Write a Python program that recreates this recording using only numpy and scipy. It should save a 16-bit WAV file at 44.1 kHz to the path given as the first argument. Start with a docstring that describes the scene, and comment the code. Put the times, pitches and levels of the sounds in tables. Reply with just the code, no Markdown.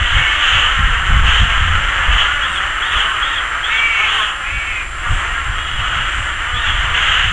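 """Dozens of rooks caw over each other in the treetops of a wood; a few nearer ones stand out, a few calls
ring clear, and one bird repeats a short high yelp. Each call is a pulse train through throat and beak
resonances, scattered by trunks. Wind buffets the microphone of a small camera as shaped noise in gusts;
faint high lisps and the hush of the wood are filtered noise. The camera adds hiss and a thin whine."""
import sys
import numpy as np
from scipy import signal
from scipy.fft import rfft, irfft, next_fast_len
from scipy.io import wavfile
from scipy.ndimage import uniform_filter1d, minimum_filter1d

SR = 44100
rng = np.random.default_rng(int(sys.argv[2]) if len(sys.argv) > 2 else 0)


def to_wav(s):
    """Save 16-bit WAV."""
    ch = np.atleast_2d(s).T  # columns
    pcm = np.round(np.clip(ch, -1, 1) * 32767)  # PCM
    wavfile.write(sys.argv[1], SR, pcm.astype(np.int16))


N = 322812
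T = np.arange(N) / SR
TOP_HZ = 11050  # upper band limit of pulses and camera
WHOLE_S = N / SR

# Resonances of a caw, the last one from the open beak. Each row: centre in Hz, width in Hz, gain in dB.
THROAT = [(354, 410, -10), (1303, 293, 4), (1680, 656, 2.5), (2920, 425, 7)]
# Overtones above the beak resonance: centre in Hz, width in Hz, gain in dB.
RASP = (6740, 1400, -27.5)


def colony(count=60):
    """Far rooks call in loose succession, each with its own pitch and throat size; beak level varies apart."""
    # Whole colony. Each row: time in s, throat level in dB before trim, beak against throat in dB before trim.
    colony_levels = [(0, -20, 1.5), (.6, -17, 3.5), (.8, -17, -1.5), (1.55, -17.5, -2), (2.25, -17, -3.5),
                     (2.8, -19.5, -2), (3.0, -19, -4.5), (3.55, -19.5, -7), (4.15, -22.5, 5),
                     (4.38, -23, -4.5), (4.92, -28, -5.5), (5.14, -18.5, -4), (5.5, -22, -4.5),
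                     (5.72, -24.5, 1.5), (5.97, -19.5, -1), (6.38, -21.5, -2.5), (7.0, -18.5, -0.5),
                     (7.32, -23, 4)]
    trim_db, beak_trim_db = -0.5, -7
    throats, beaks = np.zeros(N), np.zeros(N)
    traits = rng.uniform(-1, 1, (count, 6))
    for k, (when, span, pitch, build, near, harsh) in enumerate(traits):
        length_s = .31 + .1 * span
        hz = 230 * 2 ** (.35 * pitch)
        rough = 0.655 + 0.3376 * harsh
        call = syrinx(length_s, hz, .14, rough) * undb(3.2 * near)
        start_s = (k + when) / count * (WHOLE_S + .3) - .3
        modes = [(f * (1 + 0.0096 * build), width, db) for f, width, db in THROAT]
        for out, part in ((throats, modes[:-1]), (beaks, [modes[-1], RASP])):
            voice = gape(resonate(call, part))
            add(out, trunks(voice, t60=.7, wet_db=4), start_s)
    throat_db, beak_db = curves(colony_levels)
    mix = even(throats, 0.2) + undb(beak_db + beak_trim_db) * even(beaks, 0.12)
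    return undb(throat_db + trim_db) * mix


def near_rooks():
    """Harsh caws from the closest nests; a wider beak lifts the upper resonances."""
    # Each row: start in s, length in s, pitch at crest in Hz (before gape and shake),
    # level in dB before echoes and colour, beak lift in dB, roughness 0-1.
    caws = [(-.08, 0.33, 199.2, -23, 30, 0.99), (0.101, 0.37, 221, -25, 14, 0.67),
            (0.381, .25, 256, -16.5, 10, 0.76), (0.541, 0.19, 245, -20.5, -5, 0.85),
            (1.241, 0.22, 251, -17, 7, 0.74), (1.463, 0.34, 200, -26, 16, 0.49),
            (1.951, 0.41, 201.4, -24.5, -9.5, 0.78), (2.104, .19, 263.5, -19, 9, 0.91),
            (2.902, 0.35, 216.9, -22, -10.5, 0.35), (2.913, 0.18, 271, -21.5, 18, 0.76),
            (3.943, 0.4, 218.2, -22, -7, 0.34), (4.056, 0.2, 260.7, -24, 21, 0.75),
            (5.511, 0.18, 213, -29.5, -30, 0.19), (5.771, 0.25, 245.3, -25, -11, 0.72),
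            (6.623, 0.29, 231.2, -23.5, 24, 0.83), (6.928, 0.27, 266.8, -18, 25, 0.7),
            (7.088, 0.24, 246.3, -18.5, 27, 0.77)]
    out = np.zeros(N)
    for start_s, length_s, hz, db, beak_db, rough in caws:
        lifts_db = (0, 0, 1.33 * (beak_db - 4), beak_db, beak_db)
        modes = [(f, width, gain + lift) for (f, width, gain), lift in zip(THROAT + [RASP], lifts_db)]
        pulses = syrinx(length_s, hz, .14, rough, crest=.3, attack=0.019, release=0.098)
        call = level(gape(resonate(pulses, modes), share=.07), db)
        add(out, trunks(call, t60=.45, wet_db=5), start_s)
    return out


def clear_calls():
    """Long nasal calls whose single overtones ring out; they turn hoarse towards the end."""
    # Each row: start in s, length in s, pitch at crest in Hz (before shake), level in dB before echoes
    # and colour, pitch arch share, weakening of every second pulse 0-1, resonance scale.
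    clear = [(0.117, 0.26, 443.6, -21, 0.039, 0.6, 0.98), (3.678, 0.43, 461, -17.5, 0.1, 0.4, 1.085),
             (3.95, 0.3, 426, -25.5, 0.26, 0.4, 0.6), (4.425, .43, 455, -24.5, 0.16, 0.72, 1.12),
             (5.503, 0.61, 416, -33, .04, 0, 1.45)]
    # Resonances before scaling. Each row: centre in Hz, width in Hz, gain in dB.
    clear_throat = [(1350, 320, -5), (2090, 530, 25.5), (2780, 520, -8.5), (6800, 1400, -24)]
    out = np.zeros(N)
    for start_s, length_s, hz, db, arch, weak, scale in clear:
        shape = dict(crest=.34, attack=.05, release=.04)
        pure = syrinx(length_s, hz, arch, .07, weak, **shape)
        hoarse = syrinx(length_s, hz, arch, .4, weak, **shape)
        share = np.linspace(.2, .75, len(pure)) ** 2  # power share of the hoarse voice
        voice = np.sqrt(1 - share) * pure + np.sqrt(share) * hoarse
        modes = [(f * scale, width, gain) for f, width, gain in clear_throat]
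        call = level(resonate(voice, modes), db)
        add(out, trunks(call, t60=.4, wet_db=-5.5), start_s)
    return out


def yelps():
    """A high, cracked voice leaps up and down; its fourth harmonic sweeps through the beak resonance twice."""
    # All of one shape. Each row: start in s, level in dB before echoes and colour.
    yelp_times = [(2.409, -27), (2.81, -24.5), (3.211, -24), (3.621, -23.5), (4.07, -24), (6.53, -23.5),
                  (6.924, -26.5)]
    # Each row: centre in Hz, width in Hz, gain in dB.
    yelp_throat = [(1750, 800, 2.5), (2770, 400, -31), (3250, 250, 13.5)]
    length_s, hz, arch, rough = .188, 936.5, .19, 0.463
    out = np.zeros(N)
    for start_s, db in yelp_times:
        pulses = syrinx(length_s, hz, arch, rough, crest=.5, attack=.025, release=.015)
        call = level(resonate(pulses, yelp_throat), db)
        add(out, trunks(call, t60=.25, wet_db=-4), start_s)
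    return out


def syrinx(length, hz, arch, rough, weak=0, crest=.4, attack=0.038, release=0.046):
    """One call as a pulse train: pitch rises and sags; roughness shakes the cycles and adds gated air."""
    size = int(length * SR)
    t = np.arange(size) / SR
    wander = walk(SR, 44.71)[:size]
    shake = walk(SR, 350)[:size]
    rattle = walk(SR, 107.7)[:size]
    air = rng.standard_normal(SR)[:size]
    u = t / length
    bend = np.where(u < crest, (crest - u) / crest, (u - crest) / (1 - crest)) ** 2
    jitter = 0.00297 * wander + rough * (0.02062 * wander + 0.05925 * shake)
    pitch_hz = hz * (1 - arch * bend) * (1 + jitter)
    phase = np.pi * np.cumsum(pitch_hz) / SR  # half a turn per pulse
    harmonics = int(TOP_HZ / hz)
    pulses = level(np.sin((2 * harmonics + 1) * phase) / (np.sin(phase) + 1e-12) - 1, 0)
    pulses = pulses * (1 - weak * np.sin(phase / 2) ** 2)  # strong and weak pulses alternate
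    puffs = level(air * np.cos(phase) ** 4, 0)
    voice = (pulses + 1.25 * rough * puffs) * undb(3.4 * rough * rattle)
    return voice * np.clip(t / attack, 0, 1) * np.clip((length - t) / release, 0, 1)


def gape(call, share=.1):
    """The beak opens and closes during a caw: resonances and pitch rise and sag together."""
    u = np.linspace(-1, 1, len(call))
    speed = 1 - share * (u ** 2 - np.mean(u ** 2))
    return np.interp(np.cumsum(speed), np.arange(len(call)), call)


def trunks(x, t60, wet_db):
    """Direct sound plus its echoes, scaled to keep the power about the same."""
    wet = undb(wet_db) * echoes(x, t60)
    direct = np.pad(x, (0, len(wet) - len(x)))
    return (direct + wet) / np.sqrt(1 + undb(wet_db) ** 2)


def echoes(x, t60):
    """Many small decaying reflections from trunks and branches, drawn anew per call, of unit total energy."""
    t = np.arange(SR // 2) / SR
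    chance = rng.standard_normal(len(t))
    decay = np.exp(-np.log(1000) * t / t60)
    response = chance * np.abs(chance) * decay * np.clip(t / 0.0017, 0, 1)
    return signal.fftconvolve(x, response / np.sqrt(np.sum(response ** 2)))


def wind():
    """Small eddies buffet the microphone in gusts; large ones swell and sink more gradually under them."""
    # Small eddies. Each row: frequency in Hz, relative density in dB per Hz.
    wind_colour = [(25, -12.5), (48, 3), (80, -4.5), (120, -14), (180, -23.5), (300, -38.5), (700, -75)]
    # Slow pressure swings. Each row: frequency in Hz, relative density in dB per Hz.
    sway_colour = [(8, 0), (24, 9.5), (42, 5.5), (60, -11), (120, -62.5)]
    sway_db, sway_smooth_s = -0.5, 0.2
    force_db = wind_force()
    smooth_db = uniform_filter1d(force_db, int(sway_smooth_s * SR)) + sway_db
    eddies = even(colour(rng.standard_normal(N), wind_colour), 0.0616) * undb(force_db)
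    sway = even(colour(rng.standard_normal(N), sway_colour), 0.26) * undb(smooth_db)
    return eddies + sway


def wind_force():
    """Level of the wind in dB: each gust rises quickly, holds and dies away on top of the breeze."""
    # Breeze between gusts. Each row: time in s, level in dB before trim.
    breeze = [(0.0, -28), (0.41, -28.5), (1.12, -19), (1.65, -21), (2.53, -29.5), (4.36, -36.5),
              (5.02, -26.5), (6.48, -28), (6.71, -26.5), (7.32, -24.5)]
    # Gusts that hit the microphone. Each row: start in s, time to the decay in s, level in dB.
    gusts = [(-.01, 0.036, -16), (0.11, 0.094, -14), (0.495, 0.081, -20), (0.767, 0.11, -14),
             (1.074, 0.12, -11), (1.213, 0.073, -13), (1.386, 0.045, -8), (1.579, 0.21, -17.5),
             (2.05, 0.11, -14.5), (2.941, 0.027, -19), (4.508, 0.066, -23), (5.083, 0.058, -13),
             (5.448, 0.051, -19), (5.768, 0.053, -20), (5.952, 0.023, -20), (6.13, 0.066, -19.5),
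             (6.523, 0.061, -18), (6.656, 0.28, -23.5), (7.227, .05, -20)]
    breeze_trim_db, attack_s, decay_s = -1.5, 0.03, 0.021
    breeze_db, = curves(breeze)
    power = undb(breeze_db + breeze_trim_db) ** 2
    for start_s, length_s, db in gusts:
        rise = np.clip((T - start_s) / attack_s, 0, 1)
        fall = np.exp(-np.clip((T - start_s - length_s) / decay_s, 0, 20))
        power = power + (undb(db) * rise * fall) ** 2
    return 10 * np.log10(power)


def lisps():
    """Faint short swells of narrow, very high noise among the branches."""
    # Each row: start in s, length in s, centre in Hz, level in dB.
    lisp_rows = [(2.456, .16, 8260, -46), (2.8, 0.44, 8700, -51), (4.064, .28, 9000, -52),
                 (5.05, 0.23, 7500, -44), (6.048, 0.3, 7400, -43.5)]
    out = np.zeros(N)
    for start_s, length_s, hz, db in lisp_rows:
        size = int(length_s * SR)
        hiss = resonate(rng.standard_normal(SR)[:size], [(hz, 1100, 0)])
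        add(out, level(hiss * np.sqrt(np.hanning(size)), db), start_s)
    return out


def wood_hush():
    """The still wood as steady coloured noise."""
    # Each row: frequency in Hz, relative density in dB per Hz.
    wood = [(60, 13), (140, 0.5), (230, -5), (340, 5.5), (450, -6.5), (700, 4), (1500, -12), (4000, -11),
            (9000, -25)]
    return level(colour(rng.standard_normal(N), wood), -37)


def camera_noise():
    """Each channel hisses on its own; a thin whine with a narrow noisy skirt is common to both."""
    # Each row: frequency in Hz, relative density in dB per Hz.
    hiss_colour = [(800, -37), (3000, -11), (5000, -42), (6200, -8.5), (7200, 15), (8200, 6), (9500, 4.5),
                   (11000, -4.5)]
    whine_hz, whine_db = 7445, -48.5
    hiss = np.array([level(colour(rng.standard_normal(N), hiss_colour), -42) for _ in range(2)])
    whine = np.sin(2 * np.pi * np.cumsum(whine_hz + 6 * walk(N, 40)) / SR)
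    skirt = resonate(rng.standard_normal(N), [(whine_hz + 20, 130, 0)])
    return hiss + level(whine, whine_db) + level(skirt, whine_db - 1)


def undb(db):
    """Decibels to gain."""
    return 10 ** (np.asarray(db) / 20)


def level(x, db):
    """Set the rms level."""
    return x * undb(db) / np.sqrt(np.mean(x ** 2) + 1e-18)


def curves(table):
    """The columns of a timed table at every sample."""
    s, *columns = np.transpose(table)
    return [np.interp(T, s, c) for c in columns]


def walk(size, rate):
    """Random wander of spread near 1: straight lines between normal draws, rate per second."""
    at = np.arange(size) * rate / SR
    knots = rng.standard_normal(size // 16 + 3)
    return np.interp(at, np.arange(len(knots)), knots)


def colour(x, points):
    """Filter by a (Hz, dB) spectrum."""
    hz, db = np.transpose(points)
    size = next_fast_len(len(x))
    f = np.arange(size // 2 + 1) * SR / size
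    gain = undb(np.interp(np.log(f + 1), np.log(hz), db))
    return irfft(rfft(x, size) * gain, size)[:len(x)]


def resonate(x, modes):
    """Pass through side-by-side resonances with steep skirts; their powers add."""
    size = next_fast_len(len(x))
    f = np.arange(size // 2 + 1) * SR / size
    power = sum((undb(db) / (1 + ((f - hz) / width * 2 ** .5) ** 2)) ** 2 for hz, width, db in modes)
    return irfft(rfft(x, size) * np.sqrt(power), size)[:len(x)]


def even(x, seconds):
    """Take out swells slower than the given time, to rms near 1."""
    return x / np.sqrt(uniform_filter1d(x ** 2, int(seconds * SR)) + 1e-9)


def add(out, x, start):
    """Mix a call in at its start time."""
    i = int(start * SR)
    lo, hi = max(i, 0), min(i + len(x), N)
    if hi > lo:
        out[lo:hi] += x[lo - i:hi - i]


def scene():
    """Birds, wind and the hush of the wood reach both channels alike; the hiss differs."""
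    # Microphone colour on the calls. Each row: frequency in Hz, gain in dB.
    mic = [(200, -16), (700, -1.5), (2400, 1.5), (3300, 2.5), (3650, -2), (4100, -5.5), (5000, -8.5),
           (6200, 8.5), (7300, 10), (10000, -5)]
    birds = colour(colony() + near_rooks() + clear_calls() + yelps(), mic)
    return birds + lisps() + wood_hush() + wind() + camera_noise()


def record(dry):
    """The camera limits the highest peaks and cuts the top."""
    need = np.minimum(1, .95 / (np.abs(dry).max(axis=0) + 1e-9))
    gain = uniform_filter1d(minimum_filter1d(need, size=256), size=256)
    low_pass = signal.ellip(12, .2, 85, TOP_HZ, fs=SR, output="sos")
    return signal.sosfilt(low_pass, dry * gain)


dry = scene()
out = record(dry)
to_wav(out)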